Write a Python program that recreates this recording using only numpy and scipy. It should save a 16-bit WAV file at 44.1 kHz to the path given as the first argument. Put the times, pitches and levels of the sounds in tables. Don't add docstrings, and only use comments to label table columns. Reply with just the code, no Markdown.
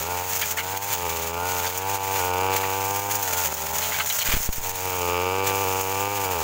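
import sys
import numpy as np
from scipy import signal
from scipy.io import wavfile
from scipy.ndimage import uniform_filter1d

SR = 44100
rng = np.random.default_rng(int(sys.argv[2]) if len(sys.argv) > 2 else 0)


def transcribe(u):
    v = np.clip(np.atleast_2d(u).T, -1, 1)
    q = np.round(v * 32767).astype(np.int16)
    wavfile.write(sys.argv[1], SR, q)


def volts(x):
    e = np.asarray(x, float) / 20
    return 10 ** e


N = 283563
USUAL_DB = -33


def evened(x):
    return x / np.sqrt(np.mean(x ** 2) + 1e-20)


def curves(rows):
    s, *columns = np.transpose(rows)
    return [np.interp(np.arange(N) / SR, s, column) for column in columns]


def coloured(x, points):
    f, db = np.transpose(points)
    hz = abs(np.fft.fftfreq(4096, 1 / SR))
    level_db = np.interp(np.log(hz + 1), np.log(f), db, left=-70, right=-70)
    log_gain = np.log(volts(level_db))
    taps = np.fft.ifft(np.exp(np.conj(signal.hilbert(log_gain)))).real[:2048]
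    return signal.oaconvolve(x, taps / np.linalg.norm(taps))[:len(x)]


def wander(hz):
    return evened(signal.lfilter(*signal.butter(2, hz, fs=SR), rng.standard_normal(N)))


def add(mix, s, sound):
    part = mix[round(s * SR):][:len(sound)]
    part += sound[:len(part)]


def ring(modes):
    t, out = np.arange(1500) / SR, np.zeros(1500)
    for hz, width, db, ms in modes:
        u = np.maximum(t - ms / 1000, 0)
        swell = np.pi * width * u * np.exp(-np.pi * width * u)
        out += volts(db) * swell * np.sin(2 * np.pi * hz * u)
    return out


def beats(turns, spread_db, modes):
    at = np.flatnonzero(np.diff(np.floor(turns)) > 0)
    late = (turns[at + 1] % 1) / (turns[at + 1] - turns[at])
    size = -volts(spread_db * rng.standard_normal(N)[at])
    train = np.zeros(N)
    train[at], train[at + 1] = late * size, (1 - late) * size
    return evened(signal.oaconvolve(train, ring(modes))[:N])


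# t/s, f/Hz
THROTTLE = [(0.0, 81.8), (0.1, 92.5), (0.403, 99.6), (0.876, 107.4), (1.278, 93.3), (1.561, 99.0),
            (1.906, 105.3), (2.367, 98.7), (2.422, 100.5), (3.086, 104.6), (3.636, 92.6), (3.903, 98.0),
            (4.642, 100.4), (5.178, 95.4), (5.429, 101.2), (6.128, 106.8), (6.325, 97.1), (6.43, 78.4)]
# t/s, speed lost f/Hz, time to lose it t/s
BOGS = [(-0.032, 4.6, 0.031), (0.124, 2.5, 0.052), (0.271, 3.8, 0.06), (0.379, 12.2, 0.096),
        (0.936, 11.9, 0.036), (1.055, 5.6, 0.021), (1.507, 8.2, 0.114), (1.668, 1.7, 0.023),
        (1.955, 1.7, 0.023), (2.175, 6.9, 0.04), (2.528, 3.2, 0.171), (2.797, 1.0, 0.056),
        (3.206, 9.8, 0.106), (3.432, 13.0, 0.036), (3.622, 2.0, 0.04), (3.826, 6.9, 0.147),
        (3.999, 3.7, 0.061), (4.185, 4.2, 0.179), (4.516, 3.3, 0.095), (4.857, 6.0, 0.21),
        (4.977, 0.5, 0.056), (5.416, 2.3, 0.145), (5.6, 3.3, 0.12), (5.625, 3.6, 0.03), (5.76, 3.4, 0.101),
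        (6.235, 2.8, 0.035)]
RECOVER_S = 0.4
CABLE_SHARE, CABLE_HZ, CABLE_S = 0.045, 10.0, 0.28


def speed():
    (hz,), t = curves(THROTTLE), np.arange(N) / SR
    for s, lost_hz, fall in BOGS:
        after = np.maximum(t - s - fall, 0)
        twist = CABLE_SHARE * (1 - np.cos(2 * np.pi * CABLE_HZ * after)) * np.exp(-after / CABLE_S)
        hz = hz - lost_hz * np.clip((t - s) / fall, 0, 1) * (np.exp(-after / RECOVER_S) - twist)
    flutter = wander(25.27)
    return hz * (1 + 0.004 * (flutter - uniform_filter1d(flutter, size=6000)))


# t/s, gain level/dB, half length t/s
SURGES = [(0.71, 1, 0.03), (1.052, 3.5, 0.036), (1.672, 2, .03), (2.1, 0.5, .05), (3.384, 4, 0.046),
          (3.617, 4.5, .03), (3.73, 4.5, 0.043), (4.673, 8, 0.036), (4.87, 3, 0.027), (5.677, 0.5, 0.064),
          (6.027, 1.5, 0.036)]


def surges():
    t = np.arange(N) / SR
    return sum(db * np.exp(-((t - s) / half) ** 2) for s, db, half in SURGES)


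# t/s, muffler shell level/dB, exhaust outlet level/dB
FACING = [(0.03, -38.5, -38), (0.12, -30, -36.5), (0.47, -39, -43.5), (0.8, -31.5, -41), (1.08, -33, -33),
          (1.3, -36, -35), (1.41, -30, -36), (1.8, -35, -37), (1.88, -28.5, -36.5), (2.44, -27, -29),
          (3.11, -30.5, -36.5), (3.4, -35.5, -43), (3.55, -36, -44.5), (3.9, -35.5, -49),
          (4.15, -43.5, -62), (4.58, -41.5, -49), (5.1, -30.5, -27.5), (6.3, -30, -32)]


def facing():
    return np.array(curves(FACING)) + surges()


# f/Hz, width f/Hz, level/dB, delay t/ms
BARK = [(876.6, 199, 0, 0.48)]
BOOM = [(460.4, 188, 25, 1.4), (304, 56, -18.5, 2.46)]
CRACK = [(1183, 166, 1.5, 0.43), (2320, 94, -9, 1.633), (2650, 780, 5.5, 2.183), (4940, 450, -8.5, 2.3),
         (5220, 370, -12.5, 2.3)]
CRACK_DB, CRACK_SHARE, CRACK_SHELL_SHARE = -35, 1, 0.12
THROB_DB, THROB_SHARE = -39.5, 0.55
SECOND_DB, SECOND_DB_PER_HZ = -22, -2.5
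USUAL_HZ, SLOWEST_HZ = 90, 86


def engine(turns, hz, shell_db, outlet_db):
    bark = volts(shell_db + 0.5) * beats(turns, 0.74, BARK)
    boom = volts(outlet_db - 1.5) * beats(turns, 1.0, BOOM)
    crack_db = CRACK_DB + CRACK_SHARE * (outlet_db - USUAL_DB) + CRACK_SHELL_SHARE * (shell_db - USUAL_DB)
    crack = volts(crack_db) * beats(turns, 1.2, CRACK)
    second = volts(SECOND_DB + SECOND_DB_PER_HZ * (np.maximum(hz, SLOWEST_HZ) - USUAL_HZ))
    throb = np.sqrt(2) * (np.sin(2 * np.pi * turns) - second * np.sin(4 * np.pi * turns - 0.3))
    throb_db = THROB_DB + THROB_SHARE * ((shell_db + outlet_db) / 2 - USUAL_DB)
    return bark + boom + crack + volts(throb_db) * throb


# t/s, fan whine level/dB, intake gulp relative level/dB
FAN = [(.04, -41, 3), (.12, -32.5, -2), (.32, -47, -1), (.72, -37, 1.5), (1.0, -50, -4), (1.3, -43, 3),
       (1.45, -29.5, 1.5), (1.7, -38, -2), (2.06, -40, 0), (2.2, -32.5, -2), (2.42, -34, 1.5),
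       (3.1, -40, 2), (3.4, -33.5, 2.5), (3.55, -47, 6), (4.17, -40, -0.5), (4.64, -50, -2),
       (5.14, -37.5, -0.5), (6.0, -40, 3.5)]
# f/Hz, width f/Hz, level/dB, delay t/ms
GULP = [(572, 467, 8.5, 1.275), (1306, 400, 4.5, 1.23)]
GULP_DB, GULP_SHARE = -37, 0.36
PORT_GAP = 0.4
FAN_BLADES = 16


def breathing(turns, shell_db):
    fan_db, gulp_db = curves(FAN)
    gulps = beats(turns, 5.0, GULP) + 1.61 * beats(turns + PORT_GAP, 2.8, GULP)
    gulps_db = GULP_DB - 10.0 + gulp_db + GULP_SHARE * (shell_db - USUAL_DB)
    fan = volts(1.0 * wander(8)) * np.sin(2 * np.pi * FAN_BLADES * turns)
    return volts(fan_db - 3) * fan + volts(gulps_db) * gulps


# start t/s, length t/s, shredding level/dB, stem thrashing relative level/dB
BITES = [(0.0, 0.027, -27, -10.5), (0.083, 0.18, -33, -10), (0.279, 0.24, -26, -12.5),
         (.575, 0.019, -26, -13), (.65, 0.12, -34.5, -8.5), (0.823, 0.088, -27.5, -11.5),
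         (0.903, 0.055, -24.5, -9), (0.954, 0.33, -31.5, -10), (1.466, 0.3, -29.5, -10.5),
         (1.882, 0.097, -29, -10.5), (2.014, 0.19, -30.5, -10), (2.13, 0.14, -30.5, -13),
         (2.283, 0.092, -40.5, -18), (2.531, 0.053, -28.5, -7.5), (2.584, 0.19, -32.5, -9.5),
         (2.8, 0.29, -30.5, -15), (3.104, 0.369, -25.5, -12), (3.516, 0.15, -28, -12),
         (3.708, 0.19, -26.5, -12.5), (3.915, 0.11, -27.5, -9), (4.06, 0.171, -26, -16),
         (4.261, 0.11, -24, -8.5), (4.385, 0.08, -23.5, -15.5), (4.51, 0.073, -26.5, -18),
         (4.62, 0.087, -29, -13.5), (4.766, 0.33, -33.5, -14.5), (5.455, 0.044, -28.5, -6.5),
         (5.523, .31, -30.5, -13), (5.85, 0.19, -31, -13), (6.087, .35, -31.5, -11)]
BITE_S, SWELL_SHARE, LET_GO_S = 0.027, 0.16, 0.0067
BRUSH_DB, BRUSH_THRASH_DB = -35, -9


def bites():
    t = np.arange(N) / SR
    shred = volts(BRUSH_DB) ** 2 * np.ones(N)
    thrash = shred * volts(BRUSH_THRASH_DB) ** 2
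    for s, length, db, thrash_db in BITES:
        rise = np.clip((t - s) / (BITE_S + SWELL_SHARE * length) + 0.5, 0, 1)
        release = np.exp(-np.maximum(t - s - length, 0) / LET_GO_S)
        power = volts(db) ** 2 * rise * release
        shred = shred + power
        thrash = thrash + volts(thrash_db) ** 2 * power
    return np.sqrt(shred), np.sqrt(thrash)


# t/s, peak level/dB, body relative level/dB
SNAPS = [(0.413, -12, -4), (0.5078, -14.5, -6.5), (0.572, -16, -16), (0.699, -22, -16.5),
         (0.7728, -16.5, -26), (0.927, -9, -9), (1.092, -15.5, -4), (1.673, -18, -2), (1.7742, -11.5, -13),
         (2.156, -17, 1.5), (2.5626, -9.5, -7), (2.9592, -16.5, -7), (3.1103, -11.5, -5.5),
         (3.152, -12.5, -19), (3.2246, -14, -17), (3.435, -21, -1), (3.5384, -10.5, -17), (3.6656, -17, -2),
         (3.747, -16, -11), (3.7816, -13.5, -7.5), (4.0583, -14.5, -8), (4.091, -15.5, -19),
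         (4.1856, -11.5, -6), (4.267, -19, -7), (4.5261, -12.5, -5.5), (4.692, -15, -11), (4.7544, -18, -7),
         (5.47, -11, -23), (5.811, -13.5, -23), (6.2444, -17.5, -7)]
# f/Hz, level/dB (per Hz)
SHRED = [(4590, -31), (7800, -19.5), (8880, -10), (11600, -8.5), (12500, -8.5), (14800, 1.5), (15800, 6)]
# f/Hz, level/dB (per Hz)
RASP = [(3500, -25), (4800, -12), (5800, -3.5), (6800, 1), (7600, -6), (8500, -14.5), (10000, -33)]
# f/Hz, level/dB (per Hz)
THRASH = [(30, -16), (150, 0), (300, -20.5), (550, -1.5), (1000, -1), (1800, -0.5), (2400, 0.5),
          (3300, -2.5), (4300, -3.5), (5500, -8), (6500, -29)]


def blade(turns):
    shred, thrash = bites()
    edge_pass = np.cos(2 * np.pi * 1.45 * turns + 3.1 * wander(6.7))
    gusts = volts(1.7 * wander(33.3) + 1.64 * edge_pass)
    ticks = (rng.random(N) < 1500 / SR) * rng.choice([-1, 1], N)
    crackle = volts(1.03 * np.minimum(rng.exponential(1, N), 4)) * ticks
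    grain = evened(gusts * (rng.standard_normal(N) + 0.81 * evened(crackle)))
    tear, body = shred * grain, thrash * grain
    t = np.arange(2000) / SR
    for s, db, body_db in SNAPS:
        snap = volts(db - 6.0) * rng.standard_normal(2000) * np.exp(-t / 0.01) * (1 - np.exp(-t / 0.00063))
        add(tear, s, snap)
        add(body, s, volts(body_db - 6.0) * snap)
    leaves = volts(-3.0) * coloured(tear, SHRED) + volts(-5.0) * coloured(tear, RASP)
    return leaves + volts(4.5) * coloured(body, THRASH)


# t/s, peak level/dB, pitch f/Hz, length t/s
CHOPS = [(0.42, -18, 2340, 0.025), (0.424, -29, 2050, 0.011), (0.571, -19.5, 1820, 0.011),
         (0.579, -16, 2110, 0.031), (0.924, -30, 1780, 0.017), (1.642, -23, 1540, 0.034),
         (1.664, -20.5, 4630, 0.016), (2.195, -29, 2260, 0.048), (2.637, -20.5, 1900, 0.018),
         (3.33, -25, 2300, 0.02), (3.82, -21.5, 3140, 0.045), (3.8464, -26, 2965, 0.033),
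         (3.92, -19, 2120, 0.016), (3.943, -21, 2330, 0.025), (3.985, -25, 1570, 0.021),
         (3.998, -17, 2117, 0.017), (4.099, -18, 3020, 0.017), (4.193, -21.5, 4260, 0.019),
         (4.209, -19.5, 3100, 0.025), (4.261, -22.5, 2040, 0.016), (4.313, -21.5, 2320, 0.025),
         (4.331, -22, 2420, 0.032), (4.525, -33, 2990, 0.041)]
EDGE_GAP_S = 0.0063


def stems():
    out, t = np.zeros(N), np.arange(4000) / SR
    for s, db, hz, length in CHOPS:
        noise = rng.standard_normal(4000)
        strikes = 0.39 + np.exp(-(t % EDGE_GAP_S) / 0.0016)
        chatter = noise * abs(noise) * np.exp(-(t / length) ** 2) * strikes
        wood = ring([(hz, 380, 0, 0), (1.32 * hz, 600, -1.5, 0),
                     (1.97 * hz, 500, -11, 0), (0.74 * hz, 500, -2.5, 0)])
        sound = signal.oaconvolve(chatter, wood)[:4000]
        add(out, s, volts(db + 2.5) * sound / abs(sound).max())
    return out


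# t/s, pressure step (full scale = 1), settling t/s
JOLTS = [(4.2898, 0.099, 0.015), (4.301, 0.0059, 0.027), (4.3393, -0.16, 0.029), (4.3461, 0.075, 0.026),
         (4.3524, 0.08, 0.029), (4.3683, 0.19, .016), (4.4043, 0.067, 0.071), (4.4911, -0.2, 0.02),
         (4.5834, 0.081, 0.04), (4.591, 0.013, 0.019), (4.614, -0.033, 0.097), (4.701, -0.014, 0.03),
         (4.74, -0.012, 0.032)]


def jolts():
    out, t = np.zeros(N), np.arange(SR // 2) / SR
    for s, size, settle in JOLTS:
        leak = 1.06 * np.exp(-t / settle) + 0.15 * np.exp(-t / 0.056)
        add(out, s - 0.0005, size * (1 - np.exp(-t / 0.000064)) * leak)
    return out


def scene():
    shell_db, outlet_db = facing()
    hz = speed()
    turns = np.cumsum(hz) / SR
    motor = engine(turns, hz, shell_db, outlet_db) + breathing(turns, shell_db)
    return (motor + blade(turns) + stems() + jolts())[None]


# t/s, depth level/dB
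DIPS = [(0.23, 3), (0.422, 1.5), (0.541, 1.5), (.615, 0), (0.777, 5.5), (.94, 1.5), (1.68, 3.5),
        (1.777, -1), (1.961, 4.5), (2.569, 3), (3.0, 3), (3.2, 1), (3.53, 5.5), (4.352, 5.5), (4.499, 4),
        (4.73, 0), (4.791, -1.5), (5.814, 3.5), (6.081, 2)]


def limiter(x):
    dip_db, t = np.zeros(N), np.arange(SR // 2) / SR
    for s, db in DIPS:
        add(dip_db, s, db * np.exp(-t / 0.16))
    return x / volts(dip_db)


def low_pass(x):
    return signal.sosfilt(signal.butter(12, 16860, fs=SR, output="sos"), x)


def record(dry):
    coupled = signal.lfilter(*signal.butter(1, 3.0, "high", fs=SR), limiter(dry))
    band_limit = signal.firwin(511, 15770, window=("kaiser", 9), fs=SR)
    mix = signal.oaconvolve(coupled, band_limit[None], "same")
    return low_pass(mix)


dry = scene()
out = record(dry)
transcribe(out)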